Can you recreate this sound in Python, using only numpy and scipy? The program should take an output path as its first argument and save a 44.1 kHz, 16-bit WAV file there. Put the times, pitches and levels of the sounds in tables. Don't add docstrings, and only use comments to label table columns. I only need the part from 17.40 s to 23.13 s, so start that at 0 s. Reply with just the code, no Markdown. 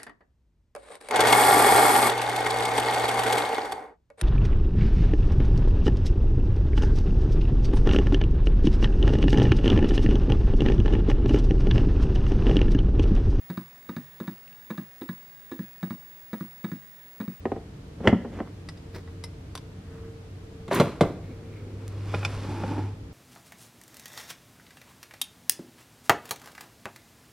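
import sys
import numpy as np
from scipy import signal
from scipy.fft import rfft, irfft, next_fast_len
from scipy.io import wavfile
from scipy.ndimage import uniform_filter1d, map_coordinates

SR = 44100
rng = np.random.default_rng(int(sys.argv[2]) if len(sys.argv) > 2 else 0)


def inscribe(sig):
    pcm = np.round(np.clip(np.atleast_2d(sig).T, -1, 1) * 32767)
    wavfile.write(sys.argv[1], SR, pcm.astype(np.int16))


N = 252693
TIME = np.arange(N) / SR

# (time [s], level over 20 ms [dB], low cut [Hz], high cut [Hz])
BASE_HITS = [(.055, -23.5, 200, 2200), (.1187, -25.5, 200, 2000), (.1625, -33.5, 220, 1200)]
KETTLE_HITS = [(.605, -35, 220, 600), (.643, -31.5, 220, 700), (.654, -24, 200, 700),
               (.6735, -12.5, 110, 4200), (.679, -26, 55, 170), (.6745, -35, 2800, 9000),
               (.7275, -14, 140, 310), (.7295, -31.5, 850, 1300), (.848, -34, 260, 1000),
               (.989, -41, 500, 4500), (1.003, -28, 175, 1400), (1.074, -52, 1000, 2500)]
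SOCKET_HITS = [(.6735, -18.2, 400, 4000), (1.002, -43.5, 600, 1700)]
JAR_HITS = [(1.5615, -41.5, 330, 1300), (1.8395, -49, 900, 1500)]
MUG_HITS = [(2.153, -39, 800, 14000), (2.176, -45.5, 1200, 11000)]
DOOR_HITS = [(3.2803, -36.5, 110, 7000), (3.3115, -25.3, 600, 1800), (3.329, -28, 140, 6050),
             (3.346, -39.5, 11100, 14000), (3.3995, -13.5, 90, 5000), (3.4005, -34, 3200, 7500),
             (3.41, -22, 650, 1200), (3.469, -30, 90, 2000), (3.6092, -13, 150, 6500), (3.62, -24, 70, 200),
             (3.634, -26.5, 260, 1800), (3.693, -36, 300, 900)]
BOTTLE_HITS = [(4.7405, -28.5, 130, 1200), (4.7455, -32, 160, 3500), (4.83, -39, 600, 1800),
               (4.8495, -27.5, 950, 8000), (5.236, -31.5, 250, 750), (5.378, -34, 120, 350)]
# (time [s], level over 20 ms [dB], low cut [Hz], high cut [Hz], pitch [ratio])
SPOON_HITS = [(1.288, -43, 1200, 7500, 1), (1.374, -59, 3000, 5000, 1), (1.547, -55, 1800, 6000, 1),
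              (1.676, -54.5, 1300, 1300, 1), (1.839, -41, 2200, 12000, 1.045)]

# (frequency [Hz], level [dB], t60 [s])
BASE_MODES = [(231, -5, 0.12), (376, 2.5, 0.047), (504, -21, 0.071), (681, -11, 0.13), (768, -11, 0.054),
              (1255, -22, 0.1), (1880, -20.5, .04)]
KETTLE_MODES = [(116, -6, .2), (184, 3, 0.2), (227, 6.5, 0.19), (300, 2, 0.1), (360, -2, 0.08),
                (567, -8.5, .19), (694, -14, 0.16), (790, -5.5, 0.09), (1100, -12, .12), (1330, -11, 0.1),
                (1550, -15, .07), (1800, -14, 0.1), (2035, -13, 0.06), (2893, -20, 0.06)]
SOCKET_MODES = [(1330, -5, .025), (1520, -7, .025), (1860, 1, .022), (2050, 0, .02), (2893, -5, .02),
                (3300, -6, .013)]
SPOON_MODES = [(1960, 4, 0.06), (2860, -3, 0.03), (3720, 2, 0.025), (4900, 5, 0.035), (5000, -7, 0.12),
               (5220, 0, .04), (8050, -5, 0.035), (9100, -7, 0.05), (9850, -9, .04)]
JAR_MODES = [(470, 0, .07), (620, -8, .05), (950, -7, .07), (1260, -11, .05)]
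MUG_MODES = [(1043, 1, 0.066), (1520, -1, .04), (3430, 1, 0.032), (3700, -1, .03), (4700, -6, 0.035),
             (5870, -1, 0.038), (7200, -7, .025), (9050, -7, 0.05), (10050, -10, .03), (12701, -12, .03)]
DOOR_MODES = [(149, 5.5, 0.125), (240, -4, 0.07), (361, -1, 0.09), (395, 0, 0.1), (465, -3.5, 0.075),
              (575, -1.5, .1), (690, -7, 0.07), (950, -7, 0.045), (1130, -7, .055), (1400, -8, 0.045),
              (2100, -12, 0.055), (2350, -17, 0.05), (3520, -19, 0.045), (3880, -20, .035),
              (4090, -17.5, 0.04)]
BOTTLE_MODES = [(215, -2, .06), (525, -1.5, 0.063), (820, 0, .05), (1003, -10, 0.1), (1400, 2, 0.03),
                (2300, 1, 0.035), (2490, 3.5, 0.035), (2950, -7, .05), (3500, -4, 0.045),
                (4650, -9.5, 0.05), (5300, -5, .035), (7200, -13, .03)]

# (frequency [Hz], level [dB])
ROOM_EQ = [(15, -25), (25, -7.5), (96, -8), (178, -11.5), (233, -22), (267, -14), (410, -24), (445, -16.5),
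           (510, -28), (900, -35), (4260, -45.5), (13200, -59), (15500, -73)]
BASE_EQ = [(120, -7), (400, 2), (800, -11), (1200, -22), (3200, -30.5), (4500, -37), (12000, -48)]
KETTLE_EQ = [(40, -7), (70, 10), (130, -2), (230, 7), (400, 3.5), (700, -3), (1000, -8.5), (2000, -14),
             (2500, -20), (3400, -23), (3800, -30), (6000, -32), (11000, -45), (15000, -55)]
SPOON_EQ = [(400, 15.5), (1000, 12), (2000, 0.5), (5300, 2), (6500, -9), (8700, -3.5), (10500, -8),
            (14000, -17), (16000, -48)]
SCOOP_EQ = [(200, 0), (450, 8), (800, -9), (1200, -6), (2000, -7), (3000, -18), (5000, -14), (7000, -26),
            (14000, -30)]
POUR_EQ = [(800, 7), (1700, 7), (3500, -17), (8000, -17), (14000, -27)]
DOOR_EQ = [(41, -43), (75, -3), (150, 0), (600, -14), (1160, -23), (1900, -29), (3990, -34), (4880, -41),
           (11500, -39), (15000, -49)]
SEAL_EQ = [(53, -32), (145, 2.5), (227, -3), (407, 0), (828, -15), (1000, -6.5), (1300, -13.5),
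           (2710, -19.5), (4260, -28), (12500, -44), (15500, -60)]
CRACKLE_EQ = [(300, -20), (1200, -2), (2200, 0), (3800, -4), (5500, -13), (12500, -15), (15500, -29)]
SWING_EQ = [(120, -3.5), (250, 6), (520, 1.5), (700, -17), (1050, -19), (1350, -17), (1750, -25),
            (2250, -20), (3000, -34), (9000, -48)]
HINGE_EQ = [(900, -25), (1800, -10), (2250, 0), (2900, -20), (4200, -15), (6000, -35)]
BOTTLE_EQ = [(120, 12), (800, -5), (2500, -6), (4200, -13), (5500, -13), (6500, -20), (8000, -17),
             (15000, -30)]
SLIDE_EQ = [(120, 2.5), (250, 2.5), (520, -3), (750, -9), (1100, -6.5), (1800, -13.5), (2500, -15),
            (3600, -20), (5300, -21), (7000, -28), (11000, -33.5), (14000, -49)]
GRIT_EQ = [(900, -15), (2500, 0), (3500, -3), (5300, -8), (12000, -24)]
JUDDER_EQ = [(110, -13), (170, 2.5), (340, 2.5), (480, -9), (700, -13.5), (870, 0.5), (1050, -16),
             (1500, -18), (3000, -32.5), (8000, -79)]

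# (start [s], hold [s], level [dB], attack [s], release [s])
DRONE_SWELL = (1.35, 1.9, -46.5, 9, 4)
KETTLE_SCRAPES = [(.665, .04, -36, .25, .16), (.94, .035, -39, .15, .16)]
SUGAR_SCOOP = (1.549, .018, -43.5, .08, .17)
SUGAR_POUR = (2.52, .1, -58, .6, .5)
SEAL_PEEL = (3.316, .07, -25.2, .03, .48)
SEAL_CRACKLE = (3.334, .044, -37, .04, .14)
DOOR_RUBS = [(3.64, .02, -32, .05, .4), (3.88, .7, -47.5, .2, .2)]
HINGE_RUBS = [(3.85, .08, -62, .3, .15), (4.13, .04, -61, .15, .2)]
BOTTLE_PULL = (4.755, .635, -41.5, 1.1, .55)
BOTTLE_JUDDER = (5.09, .3, -39, .4, .42)

# (time [s], level [dB])
WHINE_FADER = [(1.2, -68), (1.6, -53), (1.85, -59), (2.35, -64), (2.55, -52), (3.25, -52), (3.9, -56),
               (5, -70)]
HUM_FADER = [(3.8, -40), (3.96, -47), (4.762, -30), (5.072, -36), (5.472, -30), (5.575, -45), (5.618, -39),
             (5.7, -55)]

# (frequency [Hz], side gain [dB])
HANDLING_WIDTH = [(60, -29), (150, -23), (380, -19.5), (700, -26), (1300, -21), (2400, -14.5), (4400, -7),
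                  (8000, 1), (15000, 4.5)]
ROOM_WIDTH = [(60, -38), (110, -34), (200, -16), (380, -9.5), (700, -1.5), (1500, -0.5), (15000, 1.5)]


def undb(db):
    return np.exp(np.asarray(db) * (np.log(10) / 20))


def unit(x):
    return x / np.sqrt(np.mean(x ** 2))


def fader(points):
    times, db = np.transpose(points)
    return undb(np.interp(TIME, times, db, left=-200, right=-200))


def stroke(start_s, hold_s, db, attack_s, release_s, push_db=0):
    t = TIME - start_s
    fade = np.maximum(-t, 0) / attack_s + np.maximum(t - hold_s, 0) / release_s
    return undb(db + push_db * np.clip(t / hold_s, 0, 1) - 60 * np.minimum(fade, 10))


def drift(rate_hz):
    step = int(SR / rate_hz)
    held = np.repeat(rng.standard_normal(N // step + 2), step)
    return unit(uniform_filter1d(uniform_filter1d(held, step), step)[:N])


def eq_gains(points, size):
    hz, db = np.transpose(points)
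    bin_hz = np.maximum(np.arange(size // 2 + 1) * SR / size, 1)
    return undb(np.interp(np.log(bin_hz), np.log(hz), db))


def colour(x, eq):
    size = 8192
    cepstrum = irfft(np.log(eq_gains(eq, size)))
    cepstrum[1:size // 2] *= 2
    cepstrum[size // 2 + 1:] = 0
    response = irfft(np.exp(rfft(cepstrum)))[:size // 2]
    return signal.oaconvolve(x, response)[:len(x)]


def band(x, low_hz, high_hz):
    for hz, kind in ((low_hz, "high"), (high_hz, "low")):
        x = signal.sosfilt(signal.butter(2, hz, kind, fs=SR, output="sos"), x)
    return x


def through(x, response):
    return signal.fftconvolve(x, response / np.linalg.norm(response))[:N]


def widen(mid, side, width):
    size = next_fast_len(N + SR // 10, real=True)
    side = irfft(rfft(side, size) * eq_gains(width, size), size)[:N]
    return np.array([mid + side, mid - side])


def ringing(modes, t):
    detune = 1 + .002 * rng.standard_normal(len(modes))
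    return sum((-1) ** k * np.sin(2 * np.pi * hz * detune[k] * t) * undb(db - 60 * t / t60)
               for k, (hz, db, t60) in enumerate(modes))


def wash(t, t60, damping):
    spectrum = rfft(rng.standard_normal(len(t)))
    bin_hz = np.arange(len(spectrum)) * SR / len(t)
    octave = np.log2(np.clip(bin_hz, 125, 16000) / 1000)
    out = 0
    for k in range(-3, 5):
        noise = irfft(spectrum * np.maximum(1 - abs(octave - k), 0), len(t))
        decay_s = t60 * 2 ** (-damping * k)
        out = out + noise * undb(-60 * t / decay_s) / np.sqrt(decay_s)
    return unit(out)


def knocks(hits, modes, eq, crack_db, wash_db, wash_t60, damping):
    t = TIME[:SR // 5]
    out = np.zeros(N + len(t))
    crack = undb(crack_db) * unit(colour(1. * (t == 0), eq))
    for time_s, db, low_hz, high_hz in hits:
        dense = undb(wash_db) * unit(colour(wash(t, wash_t60, damping), eq))
        hit = band(unit(ringing(modes, t)) + crack + dense, low_hz, high_hz)
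        start = int(time_s * SR)
        out[start:start + len(t)] += hit * undb(db) / np.std(hit[:SR // 50])
    return out[:N]


def friction(envelope, eq, slips_per_s, scatter_db, flutter_db):
    chance, size = rng.random(N), rng.exponential(size=N)
    at = np.flatnonzero(chance < slips_per_s / SR)
    slips = np.zeros(N)
    slips[at] = (-1.) ** at * undb(scatter_db * np.minimum(size[at], 4))
    return unit(colour(slips, eq)) * undb(flutter_db * drift(45)) * envelope


def snaps(envelope, eq, snaps_per_s, cycles, scatter_db):
    low_hz, high_hz = 1100, 14000
    when, pitch, size = rng.random((int(snaps_per_s * N / SR), 3)).T
    hz = low_hz * (high_hz / low_hz) ** pitch
    gain = hz * undb(scatter_db * np.minimum(-np.log(1 - size), 3))
    offsets = np.arange(SR // 100)
    turns = np.outer(hz, offsets / SR)
    rings = gain[:, None] * np.sin(2 * np.pi * turns) * np.exp(-turns / cycles)
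    at = (when * N).astype(int)[:, None] + offsets
    shower = np.bincount(at.ravel(), rings.ravel(), N)[:N]
    return unit(colour(shower, eq)) * envelope


def wavering_tone(hz, spread_hz, rate_hz, flutter_db):
    flutter = undb(flutter_db * drift(9))
    phase = 2 * np.pi * np.cumsum(hz + spread_hz * drift(rate_hz)) / SR
    return flutter * unit(np.sin(phase))


def room_noise():
    rush = band(colour(rng.standard_normal(N), ROOM_EQ), low_hz=42, high_hz=15900)
    return undb(-43) * unit(rush)


def drone():
    return stroke(*DRONE_SWELL) * wavering_tone(hz=93, spread_hz=4, rate_hz=14, flutter_db=2.5)


def kettle():
    taps = knocks(BASE_HITS, BASE_MODES, BASE_EQ, crack_db=-1.5, wash_db=.5, wash_t60=.05, damping=.25)
    body = knocks(KETTLE_HITS, KETTLE_MODES, KETTLE_EQ,
                  crack_db=-4, wash_db=2.5, wash_t60=.075, damping=.14)
    clack = knocks(SOCKET_HITS, SOCKET_MODES, KETTLE_EQ,
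                   crack_db=-10, wash_db=-5, wash_t60=.02, damping=.1)
    scraping = sum(stroke(*row) for row in KETTLE_SCRAPES)
    scrape = friction(scraping, KETTLE_EQ, slips_per_s=3200, scatter_db=1.5, flutter_db=2)
    return taps + body + clack + scrape


def motor_whine():
    return fader(WHINE_FADER) * wavering_tone(hz=452, spread_hz=3, rate_hz=20, flutter_db=1.8)


def spoon():
    ticks = 0
    for *hit, pitch in SPOON_HITS:
        modes = [(hz * pitch, db, t60) for hz, db, t60 in SPOON_MODES]
        ticks += knocks([hit], modes, SPOON_EQ, crack_db=-6, wash_db=2.5, wash_t60=.075, damping=.1)
    jar = knocks(JAR_HITS, JAR_MODES, SCOOP_EQ, crack_db=-8, wash_db=-4, wash_t60=.06, damping=.15)
    mug = knocks(MUG_HITS, MUG_MODES, SPOON_EQ, crack_db=-3, wash_db=3, wash_t60=.06, damping=.1)
    return ticks + jar + mug


def sugar():
    scoop = friction(stroke(*SUGAR_SCOOP), SCOOP_EQ, slips_per_s=1500, scatter_db=4, flutter_db=1.5)
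    pour = friction(stroke(*SUGAR_POUR), POUR_EQ, slips_per_s=5100, scatter_db=7.5, flutter_db=1.5)
    return scoop + pour


def fridge_door():
    thumps = knocks(DOOR_HITS, DOOR_MODES, DOOR_EQ, crack_db=-7, wash_db=1, wash_t60=.1, damping=.12)
    peel = friction(stroke(*SEAL_PEEL), SEAL_EQ, slips_per_s=2000, scatter_db=2, flutter_db=1.2)
    crackle = snaps(stroke(*SEAL_CRACKLE), CRACKLE_EQ, snaps_per_s=1300, cycles=2.5, scatter_db=4.5)
    swinging = sum(stroke(*row) for row in DOOR_RUBS)
    swing = friction(swinging, SWING_EQ, slips_per_s=6000, scatter_db=2, flutter_db=.6)
    rubbing = sum(stroke(*row) for row in HINGE_RUBS)
    hinge = friction(rubbing, HINGE_EQ, slips_per_s=1200, scatter_db=2.5, flutter_db=1.5)
    return thumps + peel + crackle + swing + hinge


def compressor_hum():
    return fader(HUM_FADER) * unit(np.sin(2 * np.pi * 100 * TIME))


def tick(time_s=4.48):
    impulse = signal.unit_impulse(N, int(time_s * SR))
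    return undb(-20) * band(impulse, low_hz=200, high_hz=10000)


def milk_bottle():
    bumps = knocks(BOTTLE_HITS, BOTTLE_MODES, BOTTLE_EQ,
                   crack_db=-7, wash_db=1, wash_t60=.06, damping=.18)
    pull = stroke(*BOTTLE_PULL, push_db=-3.5)
    lift = stroke(*BOTTLE_JUDDER, push_db=7)
    slide = friction(pull, SLIDE_EQ, slips_per_s=3000, scatter_db=2, flutter_db=1.3)
    grit = snaps(pull * undb(2 * drift(25)), GRIT_EQ, snaps_per_s=2200, cycles=7, scatter_db=2.5)
    rub = rng.standard_normal(N) * undb(3 * drift(60))
    wall_ring = unit(through(rub, ringing(BOTTLE_MODES, TIME[:SR // 5])))
    wall_pitch = 1 + .025 * drift(10)
    walls = map_coordinates(wall_ring, [np.cumsum(wall_pitch)], mode="mirror") * pull
    judder = friction(lift, JUDDER_EQ, slips_per_s=900, scatter_db=1, flutter_db=.6)
    return bumps + undb(2.7) * slide + undb(-16) * grit + undb(-9.7) * walls + judder


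def room_tail(send, t60, damping):
    t = TIME[:SR]
    bloom = 1 - np.exp(-(t / .012) ** 2)
    return through(send, wash(t, t60, damping) * bloom)


def close_stereo(direct, tail_mid, tail_side):
    t = TIME[:SR // 10]
    reflections = through(direct, rng.standard_normal(len(t)) * np.exp(-t / .008))
    lagged = np.imag(signal.hilbert(direct, next_fast_len(N)))[:N]
    side = .6 * lagged + .75 * reflections + 1.6 * tail_side
    return widen(direct + tail_mid, side, HANDLING_WIDTH)


def scene():
    pot, sweetening, door, bottle = kettle(), spoon() + sugar(), fridge_door(), milk_bottle()
    send = undb(-15) * pot + undb(-22.5) * sweetening + undb(-13) * door + undb(-27.5) * bottle
    tails = [room_tail(send, t60=.5, damping=.12) for _ in range(2)]
    foley = close_stereo(pot + sweetening + door + bottle + tick(), *tails)
    tones = drone() + motor_whine() + compressor_hum()
    return foley + tones + widen(room_noise(), room_noise(), ROOM_WIDTH)


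def record(dry):
    cutoff_hz = 15800
    return signal.sosfilt(signal.ellip(8, .2, 70, cutoff_hz, fs=SR, output="sos"), dry)


dry = scene()
out = record(dry)
inscribe(out)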